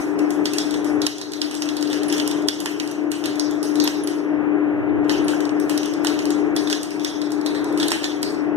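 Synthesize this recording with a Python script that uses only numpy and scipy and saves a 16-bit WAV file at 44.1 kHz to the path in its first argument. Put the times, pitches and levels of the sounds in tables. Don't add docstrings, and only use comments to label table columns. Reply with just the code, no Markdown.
import sys
import numpy as np
from scipy import signal
from scipy.fft import rfft, irfft
from scipy.io import wavfile
from scipy.ndimage import uniform_filter1d

SR = 44100
rng = np.random.default_rng(int(sys.argv[2]) if len(sys.argv) > 2 else 0)


def store_pcm(level_fs):
    pcm = np.round(np.clip(level_fs, -1, 1) * 32767).astype(np.int16)
    wavfile.write(sys.argv[1], SR, np.atleast_2d(pcm).T)


N = 377496

# (time [s], level [dB])
DRAUGHT_LEVEL = [(0, -50), (0.3, -47), (0.6, -47), (0.9, -38), (1.05, -44), (1.15, -53), (1.6, -52),
                 (2.1, -46), (2.45, -44), (2.55, -52), (3, -51), (3.5, -50), (3.9, -47), (4.3, -49),
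                 (4.55, -45), (4.67, -42), (4.78, -32), (4.88, -39), (4.96, -29), (5.05, -37), (5.2, -35),
                 (5.4, -42), (5.6, -42), (5.9, -50), (6.2, -49), (6.5, -40), (6.7, -44), (6.85, -50),
                 (7.2, -49), (7.5, -47), (7.8, -41), (8, -53), (8.3, -44), (8.55, -44)]
# (frequency [Hz], level [dB])
BUFFET_SPECTRUM = [(20, -6), (45, -11), (70, 6.5), (120, 9), (170, -18.5), (300, -43.5), (900, -87.5)]
# (time [s], hum level [dB], air level [dB])
FAN_LEVELS = [(0.0, -26, -31.5), (0.12, -23.5, -34.5), (0.21, -19, -30.5), (0.36, -23.5, -33.5),
              (0.4, -18, -31.5), (0.5, -24.5, -36), (0.86, -22.5, -33), (0.93, -20, -31.5),
              (1.05, -23, -32), (1.1, -32, -43.5), (1.36, -30.5, -41.5), (1.45, -29.5, -39),
              (1.6, -31, -38.5), (1.64, -25.5, -37.5), (1.79, -29.5, -35.5), (1.81, -24.5, -37),
              (2.24, -22.5, -32), (2.31, -26, -34.5), (2.34, -23, -32), (2.46, -23, -34), (2.5, -30, -39),
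              (3.0, -26, -37), (3.07, -22.5, -36), (3.19, -29.5, -39.5), (3.24, -24, -35), (3.5, -25, -35),
              (3.74, -25, -34.5), (3.77, -20.5, -33.5), (3.86, -21, -31), (3.91, -29.5, -35.5),
              (3.98, -25, -35.5), (4.24, -25, -35), (4.34, -19, -33), (4.46, -24.5, -31), (4.48, -21, -32),
              (4.98, -22, -32), (5.01, -18, -32.5), (5.17, -21.5, -30.5), (5.2, -19, -31),
              (5.51, -23.5, -31.5), (5.53, -18.5, -31.5), (5.7, -23.5, -32.5), (5.72, -19, -31.5),
              (5.89, -25, -35.5), (6.08, -21, -30.5), (6.22, -25.5, -34.5), (6.25, -21, -33.5),
              (6.53, -21.5, -31.5), (6.7, -24, -34), (6.91, -29, -40), (6.98, -24.5, -36.5),
              (7.1, -27.5, -37.5), (7.77, -20.5, -31.5), (7.87, -21, -32), (7.96, -31.5, -34),
              (8.01, -26, -36), (8.15, -27.5, -35), (8.2, -23, -35.5), (8.44, -23.5, -33), (8.56, -19, -32)]
# (frequency [Hz], level [dB])
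AIR_SPECTRUM = [(90, -1.5), (150, 0.5), (230, 0.5), (300, 17.5), (450, 1.5), (550, -1.5), (1000, -1),
                (1800, -9), (2300, -10), (3000, -25), (4000, -41), (6000, -45), (11000, -53.5),
                (14000, -45.5)]
# (frequency [Hz], coherence [0-1])
AIR_COHERENCE = [(150, 1), (400, 0.55), (1000, 0.82), (2000, 0), (5000, 0)]
# (frequency [Hz], level [dB], lag at the second port [samples], width [Hz])
MOTOR_TONES = [(123.5, -24, 2.5, 6.7), (187.4, -19, 8, 1.5), (265.3, -21, 1.5, 11), (298.4, 1.5, 15.4, 1.5),
               (332.2, -9.5, 4.4, 5.4), (395.2, -14, 6.2, 16.7), (425.8, -19, 1.4, 12.6),
               (516.3, -28.5, 3.5, 30), (620.6, -27, 1.7, 24), (724.5, -30.5, 4.5, 20)]
# (time [s], level [dB])
PENCIL_LEVEL = [(4.28, -74), (4.312, -68), (4.86, -70), (4.908, -54), (4.916, -69), (5.036, -68),
                (5.04, -52)]
# (frequency [Hz], level [dB], t60 [s])
ROOM_RESPONSE = [(1000, -9, .4), (2000, 6, 0.37), (2900, -8, 0.7), (4300, 0, 0.43), (5400, -0.5, 0.61),
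                 (8100, -1, .45), (9000, -5.5, .45), (11300, -2.5, 0.51), (15500, -29.5, 0.48)]
# (time [s], level [dB], pitch [Hz], rattle [dB], crack [dB], frame knock [dB],
# room send [dB], bead tone in the room [dB]); the last five are relative to the strike's level
BEAD_STRIKES = [(0.189, -35.5, 2600, -9, -9, -27, 4, -11), (0.1916, -31.5, 2750, -6, -14, -19, -4.5, -14),
                (0.305, -31, 3200, -12, -1.5, -22, 0.5, -12), (0.4539, -36, 2560, 0, -27, -22, 9, -14),
                (0.4558, -10.5, 3250, -17, -21, -19, -7, -14),
                (0.5342, -20, 2700, -16, -9.5, -20, 2, -15.5),
                (0.5834, -14.5, 3440, -7.5, -13, -17, -2, -17.5),
                (0.7083, -27, 3720, -8, -8, -25, 0.5, -16),
                (0.7407, -19.5, 3350, -19, -21, -27, -3.5, -16.5), (0.8444, -37, 3030, -9, -2, -22, 7, -13),
                (1.0169, -19, 3830, -6, -17, -31, 0, -16.5), (1.0655, -17.5, 4570, 0, -25, -21, -9.5, -14),
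                (1.0665, -10.5, 3010, -21, -14.5, -28, -7.5, -16), (1.1822, -35, 3490, -2, -5, -22, 1, -14),
                (1.2136, -22, 4020, -9.5, -20, -17, -3, -16), (1.319, -32, 3500, -6, -9, -16, 0, -16),
                (1.3343, -20.5, 3880, -11, -18, -21, -3.5, -15),
                (1.4157, -11, 3240, -12, -26, -30, -5, -16.5), (1.511, -23.5, 2930, -14, -14, -22, 1, -18),
                (1.543, -28, 3630, -13, -12, -24, -6, -17), (1.55, -29, 3900, -1, -5, -22, 1, -17),
                (1.6207, -16.5, 2870, -8, -22, -16, -4.5, -16), (1.6566, -31, 2870, -14, -14, -19, 3, -16),
                (1.6884, -17.5, 3450, -16, -28, -24, -3, -16), (1.766, -31, 2660, -7, -9, -22, -2, -16),
                (1.768, -25.5, 3640, -11, -13, -19, 2, -17), (1.8098, -34, 3550, -17, -7.5, -22, 4.5, -14),
                (1.8256, -21.5, 2960, -7.5, -12, -11, -3, -17), (1.874, -30.5, 2860, -8, -16, -22, 4, -19),
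                (1.9001, -29, 3270, -14, -14, -16, 8, -15), (1.9295, -19.5, 3000, -8, -17, -12, 1, -15.5),
                (2.0326, -24, 2660, -13, -14, -20, -1, -18),
                (2.0815, -34.5, 3140, -17, -12, -36, 15.5, -14), (2.0996, -25, 2880, -9, -22, -24, -3, -14),
                (2.1249, -18, 3130, -9, -12, -17.5, 3, -16), (2.166, -22, 3000, -15, -18, -23.5, -5, -16),
                (2.18, -18.5, 3320, -13, -15, -22, -2, -14), (2.1984, -11, 3140, -24, -32, -28, -9, -17),
                (2.2757, -21.5, 3040, -8, -4, -28.5, -0.5, -17),
                (2.3116, -17, 3700, -21, -19, -34.5, -9, -15),
                (2.4216, -32.5, 3510, -21, -17, -13.5, 1, -16),
                (2.485, -8.5, 3300, -9, -17.5, -20.5, -7.5, -18),
                (2.602, -24, 3160, -14, -7.5, -26, -0.5, -16),
                (2.6578, -14.5, 2950, -11, -18, -11.5, -2.5, -15),
                (2.7987, -13, 3000, -19, -27, -36, -5.5, -16.5),
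                (2.8747, -33.5, 2900, -4, -8.5, -19, 0, -14), (2.9123, -29.5, 2780, -10, -8, -22, 0.5, -16),
                (3.1164, -21, 2900, -9, -10, -19, 1, -15), (3.239, -22, 3100, -12, -25, -30, 2, -14),
                (3.2569, -15, 4240, -26, -14, -35, -5, -15.5), (3.356, -31, 3400, -10, -12, -17, 0, -14),
                (3.3958, -20, 3620, -3, -11, -20, -3, -16), (3.5095, -31, 3500, -12, -7, -16, 1.5, -18),
                (3.6285, -32.5, 3080, -6.5, 1, -17.5, 6, -14), (3.755, -25.5, 3720, -12, -12, -22, 1, -16),
                (3.7997, -17, 4090, -3, -21, -25, -2.5, -17), (3.8387, -20, 3750, -14, -15, -27, 4, -15.5),
                (3.8751, -13.5, 2900, -7.5, -17, -13, -6.5, -14),
                (4.0342, -36, 3040, -13, -16, -29, -4, -14), (4.0728, -22.5, 3000, -9, -9, -25, 1, -15),
                (5.0429, -38, 2850, -38, -39, -20, 2.5, -6),
                (5.0944, -15.5, 3080, -10.5, -20.5, -12, 1.5, -15),
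                (5.243, -48, 2880, -6, -16, -22, -15, -14), (5.2817, -18, 2970, -14, -15.5, -20, 2, -17),
                (5.405, -28.5, 2920, -6.5, -11, -15, 1, -16), (5.453, -35, 3100, -1, -10, -12, -13, -14),
                (5.4923, -29, 2950, -8.5, -29, -22, -8, -14), (5.5987, -35, 3640, -16, -2.5, -22, 2, -19),
                (5.695, -20.5, 2920, -19, -9.5, -15, 2.5, -13.5),
                (5.7763, -24, 2970, -1, -6.5, -20, -3, -17), (5.8316, -24, 3060, -10, -18, -26, 2, -16),
                (5.8574, -26.5, 3170, -10, -9, -18, -1, -17), (5.9364, -33, 3520, -3, -10, -30, 0, -19),
                (6.0467, -22.5, 3980, -17, -14, -9, 4.5, -15.5),
                (6.0467, -18.5, 3000, -14, -9.5, -7, -8, -14),
                (6.0694, -12.5, 3050, -10, -21, -22, -3.5, -14),
                (6.1898, -19.5, 2880, -12.5, -29, -19, -1.5, -15), (6.254, -28, 2970, -5, -9, -16, -1, -17),
                (6.3044, -24, 3630, -13, -9.5, -16, -1, -16), (6.5633, -19, 3520, -9, -9, -13, 0.5, -15),
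                (6.6732, -17, 3660, -25, -38, -17, -5, -15), (6.6992, -21, 3650, -8, -12.5, -10, 6, -15),
                (6.7273, -8.5, 3380, -19, -22.5, -26, -18, -16),
                (6.8306, -26, 2960, -11, -6.5, -22, -1, -14), (6.9057, -31, 2700, -10, -12, -22, 4.5, -15),
                (6.996, -33.5, 3480, -7, -16, -17, 5.5, -14),
                (7.0464, -14.5, 3500, -6.5, -18, -26, -2, -16.5),
                (7.216, -22.5, 3840, -12, -20, -13, -1, -16.5), (7.3048, -41, 3400, -11, -7, -22, -2, -17),
                (7.3183, -30, 4140, -7, -7.5, -25, 0, -18), (7.4123, -33, 4400, -8, -13, -22, -5, -18),
                (7.461, -13.5, 4030, -36, -23.5, -36, -4, -14.5),
                (7.5482, -24.5, 3830, -18, -22, -8, 1.5, -14), (7.643, -35, 3500, -6, -3.5, -20, 2, -19),
                (7.7253, -37.5, 3590, -17, -6.5, -22, 2, -17), (7.7742, -25, 2970, -11, -11, -22, 4, -18),
                (7.7991, -13.5, 3700, -15, -21, -37, -0.5, -16.5),
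                (7.8287, -12.5, 3300, -13.5, -30, -16, -4, -15), (7.882, -17, 4030, -9, -9, -28, -3, -16),
                (7.9049, -21, 3800, -8, -12, -33, 0, -15), (7.9171, -9, 2870, -16, -15.5, -12.5, -3, -15),
                (8.0297, -32.5, 3270, -6, -21, -30, 14, -14),
                (8.0413, -10.5, 3700, -21, -29, -21, -8.5, -15.5),
                (8.2287, -13, 4760, -16, -14, -24, -4, -18.5)]
# (frequency [Hz], level [dB], t60 [s])
FRAME_MODES = [(965, 7.5, 0.009), (1458, 3, 0.015), (1842, 7, 0.011)]
# (time [s], level [dB], pitch [Hz], t60 [s])
HIGH_PINGS = [(2.0822, -33, 10500, 0.04), (3.8402, -25.5, 11430, 0.032), (4.0357, -30, 10400, 0.031),
              (5.244, -40, 10400, 0.04)]
# (time [s], level [dB], pitch [Hz], t60 [s])
FRAME_TAPS = [(5.3344, -24.5, 1510, 0.016)]
# (frequency [Hz], gain [dB])
PORT_SHADE = [(1000, -11), (3000, -18.5), (4500, -14.5), (6000, -6.5), (8000, -8), (10000, -18.5),
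              (15000, -16)]
# (frequency [Hz], gain [dB], lag [samples])
CROSSFEED = [(60, -1.5, 19.6), (2250, -.5, 19.6), (4650, -6, 19.0), (7400, -9, 17.9), (10000, -13, 18.0),
             (15000, -20, 18.0)]

AIR_LAG_SAMPLES, AIR_FAR_DB = 17.1, -4
PENCIL_GRAINS_PER_S = 900
ROOM_DB, ROOM_BUILD_S, ROOM_FLICKER_DB, ROOM_SECOND_PORT_DB = -19, 0.0021, 3, 2
OPENING_RING_DB = -16
BEAD_T60_S, RATTLE_T60_S, CRACK_T60_S = 0.0096, 0.015, 0.017
SLIDE_DB, SLIDE_RISE_S = -13, 0.0091
BEAD_LAG_SAMPLES = 4.42
STOPBAND_HZ = 16500


def amp(db):
    return 10 ** (np.asarray(db) / 20)


def rms_one(x):
    return x / np.sqrt(np.mean(x ** 2) + 1e-20)


def in_time(rows):
    times, *columns = np.transpose(rows)
    return [np.interp(np.arange(N) / SR, times, column) for column in columns]


def at_hz(points, hz, column=1):
    points = np.array(points)
    return np.interp(np.log(hz + 1), np.log(points[:, 0] + 1), points[:, column])


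def coloured(x, points):
    return irfft(rfft(x) * amp(at_hz(points, np.fft.rfftfreq(N, 1 / SR))), N)


def delay(lag):
    return np.exp(-2j * np.pi * np.fft.rfftfreq(N) * lag)


def band(x, low_hz, high_hz):
    sos = signal.butter(2, [low_hz, min(high_hz, .45 * SR)], "band", fs=SR, output="sos")
    return signal.sosfilt(sos, x)


def dying(t, t60):
    return amp(-60 * t / t60)


def ring(t, hz, t60):
    return np.sin(2 * np.pi * hz * t) * dying(t, t60)


def draught():
    rumble = rms_one(coloured(rng.standard_normal((2, N)), BUFFET_SPECTRUM))
    return amp(in_time(DRAUGHT_LEVEL)[0] - 4.0) * rumble


def fan_air(air_db):
    hz = np.fft.rfftfreq(N, 1 / SR)
    near, own = rfft(rng.standard_normal((2, N)))
    alike = np.clip(at_hz(AIR_COHERENCE, hz), 0, 1)
    far = amp(AIR_FAR_DB) * (alike * near * delay(AIR_LAG_SAMPLES) + np.sqrt(1 - alike ** 2) * own)
    rush = irfft(np.array([near, far]) * amp(at_hz(AIR_SPECTRUM, hz)), N)
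    return amp(air_db + 5) * rms_one(rush)


def fan_motor(hum_db):
    t, hum = np.arange(N) / SR, np.zeros((2, N))
    hold = 50
    for hz, level_db, lag, width_hz in MOTOR_TONES:
        pole = np.exp(-np.pi * width_hz * hold / SR)
        white = rng.standard_normal((2, 2, N // hold + 502))
        slow = signal.lfilter([1], [1, -pole], white[0] + 1j * white[1])
        slow = rms_one(slow.view(float)).view(complex)[:, 500:]
        common, side = np.repeat(slow, hold, axis=1)[:, :N]
        steady = 10 / width_hz
        wobble = steady + common + 0.21 * side * np.array([[1], [-1]])
        wobble = uniform_filter1d(wobble.real, hold) + 1j * uniform_filter1d(wobble.imag, hold)
        carrier = np.exp(2j * np.pi * hz * (t - np.array([[0], [lag / SR]])))
        hum += amp(level_db) * (wobble * carrier).real / np.hypot(steady, 1)
    return amp(hum_db + 2.5) * hum


def pencil():
    t = np.arange(N) / SR
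    writing = (t > PENCIL_LEVEL[0][0]) & (t < PENCIL_LEVEL[-1][0])
    grains = rng.standard_normal((2, N)) * (rng.random(N) < PENCIL_GRAINS_PER_S / SR)
    scratch = rms_one(band(band(grains, 2200, 4300), 2200, 4300))
    return amp(in_time(PENCIL_LEVEL)[0] - 4.5) * writing * scratch


def room(send):
    tail, white = 0, rng.standard_normal((2, 2, N))
    edges_hz = 700 * 2 ** np.arange(0, 4.7, 1 / 5)
    build = np.exp(-1 / (ROOM_BUILD_S * SR))
    for k, (low, high) in enumerate(zip(edges_hz, edges_hz[1:])):
        hz = np.sqrt(low * high)
        retained = dying(2 / SR, at_hz(ROOM_RESPONSE, hz, column=2))
        energy = band(send + 1e-12, low, min(high, .44 * SR)) ** 2 * SR / (2 * (high - low))
        stored = signal.lfilter([1], [1, -retained], energy)
        gathered = signal.lfilter([1 - build], [1, -build], stored)
        steps = rng.standard_normal(N // 900 + 2)
        flicker = np.interp(np.arange(N) / 900, np.arange(len(steps)), steps)
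        gain = amp(at_hz(ROOM_RESPONSE, hz) + ROOM_FLICKER_DB * flicker)
        tail = tail + gain * np.sqrt(gathered + 1e-20) * band(white[k % 2], low, high)
    return amp(ROOM_DB) * tail


def bead_clack(t, noise, hz, rattle_db, crack_db, knock_db):
    tone = ring(t, hz, BEAD_T60_S)
    chatter = .3 * rms_one(band(noise[0], 2150, 5900)) * dying(t, t60=0.04)
    rattle = rms_one(band(noise[1], 3900, 6260)) * dying(t, RATTLE_T60_S)
    crack = rms_one(band(noise[2], 4900, 11800)) * dying(t, CRACK_T60_S)
    knock = sum(amp(db + 4.4 * rng.random()) * ring(t, mode_hz, t60) for mode_hz, db, t60 in FRAME_MODES)
    clack = tone + chatter + amp(rattle_db + 9.5) * rattle + amp(crack_db + 10) * crack
    clack += amp(knock_db) * knock
    return clack * np.minimum(t / 0.001, 1)


def abacus():
    t = np.arange(2000) / SR
    direct, send = np.zeros((2, N + len(t)))
    send[0] = amp(OPENING_RING_DB)
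    for start_s, level_db, hz, rattle_db, crack_db, knock_db, send_db, ring_db in BEAD_STRIKES:
        at = round(start_s * SR)
        noise = rng.standard_normal((3, len(t)))
        slide = band(noise[2], 2500, 14000)[-600:] * np.exp(-t[600:0:-1] / SLIDE_RISE_S)
        direct[at - 600:at] += amp(level_db + crack_db / 2 + SLIDE_DB) * slide
        clack = amp(level_db + 3) * bead_clack(t, noise, hz, rattle_db, crack_db, knock_db)
        direct[at:at + len(t)] += clack
        tone_in_room = amp(send_db + level_db + ring_db) * ring(t, hz, t60=0.016)
        send[at:at + len(t)] += amp(send_db - 18) * clack + tone_in_room
        send[at] += amp(send_db + level_db)
    for start_s, level_db, hz, t60 in HIGH_PINGS + FRAME_TAPS:
        at = round(start_s * SR)
        ping = amp(level_db + 11.5) * ring(t, hz, t60) * np.minimum(t / .002, 1)
        direct[at:at + len(t)] += ping
        send[at:at + len(t)] += amp(-23) * ping
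    return direct[:N], send[:N]


def scene():
    direct, send = abacus()
    shaded = coloured(irfft(rfft(direct) * delay(BEAD_LAG_SAMPLES), N), PORT_SHADE)
    tail = room(send) * amp([[0], [ROOM_SECOND_PORT_DB]])
    hum_db, air_db = in_time(FAN_LEVELS)
    return np.array([shaded, direct]) + tail + fan_motor(hum_db) + fan_air(air_db) + draught() + pencil()


def record(dry):
    hz = np.fft.rfftfreq(N, 1 / SR)
    cross = amp(at_hz(CROSSFEED, hz)) * delay(at_hz(CROSSFEED, hz, column=2))
    wide = dry - irfft(rfft(dry[::-1]) * cross, N)
    low_cut = signal.butter(2, 45, "high", fs=SR, output="sos")
    microphone_rolloff = signal.butter(6, 15200, fs=SR, output="sos")
    top_cut = signal.cheby2(18, 70, STOPBAND_HZ, fs=SR, output="sos")
    for stage in (low_cut, microphone_rolloff, top_cut):
        wide = signal.sosfilt(stage, wide)
    return np.clip(wide, -1, 1)


dry = scene()
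out = record(dry)
store_pcm(out)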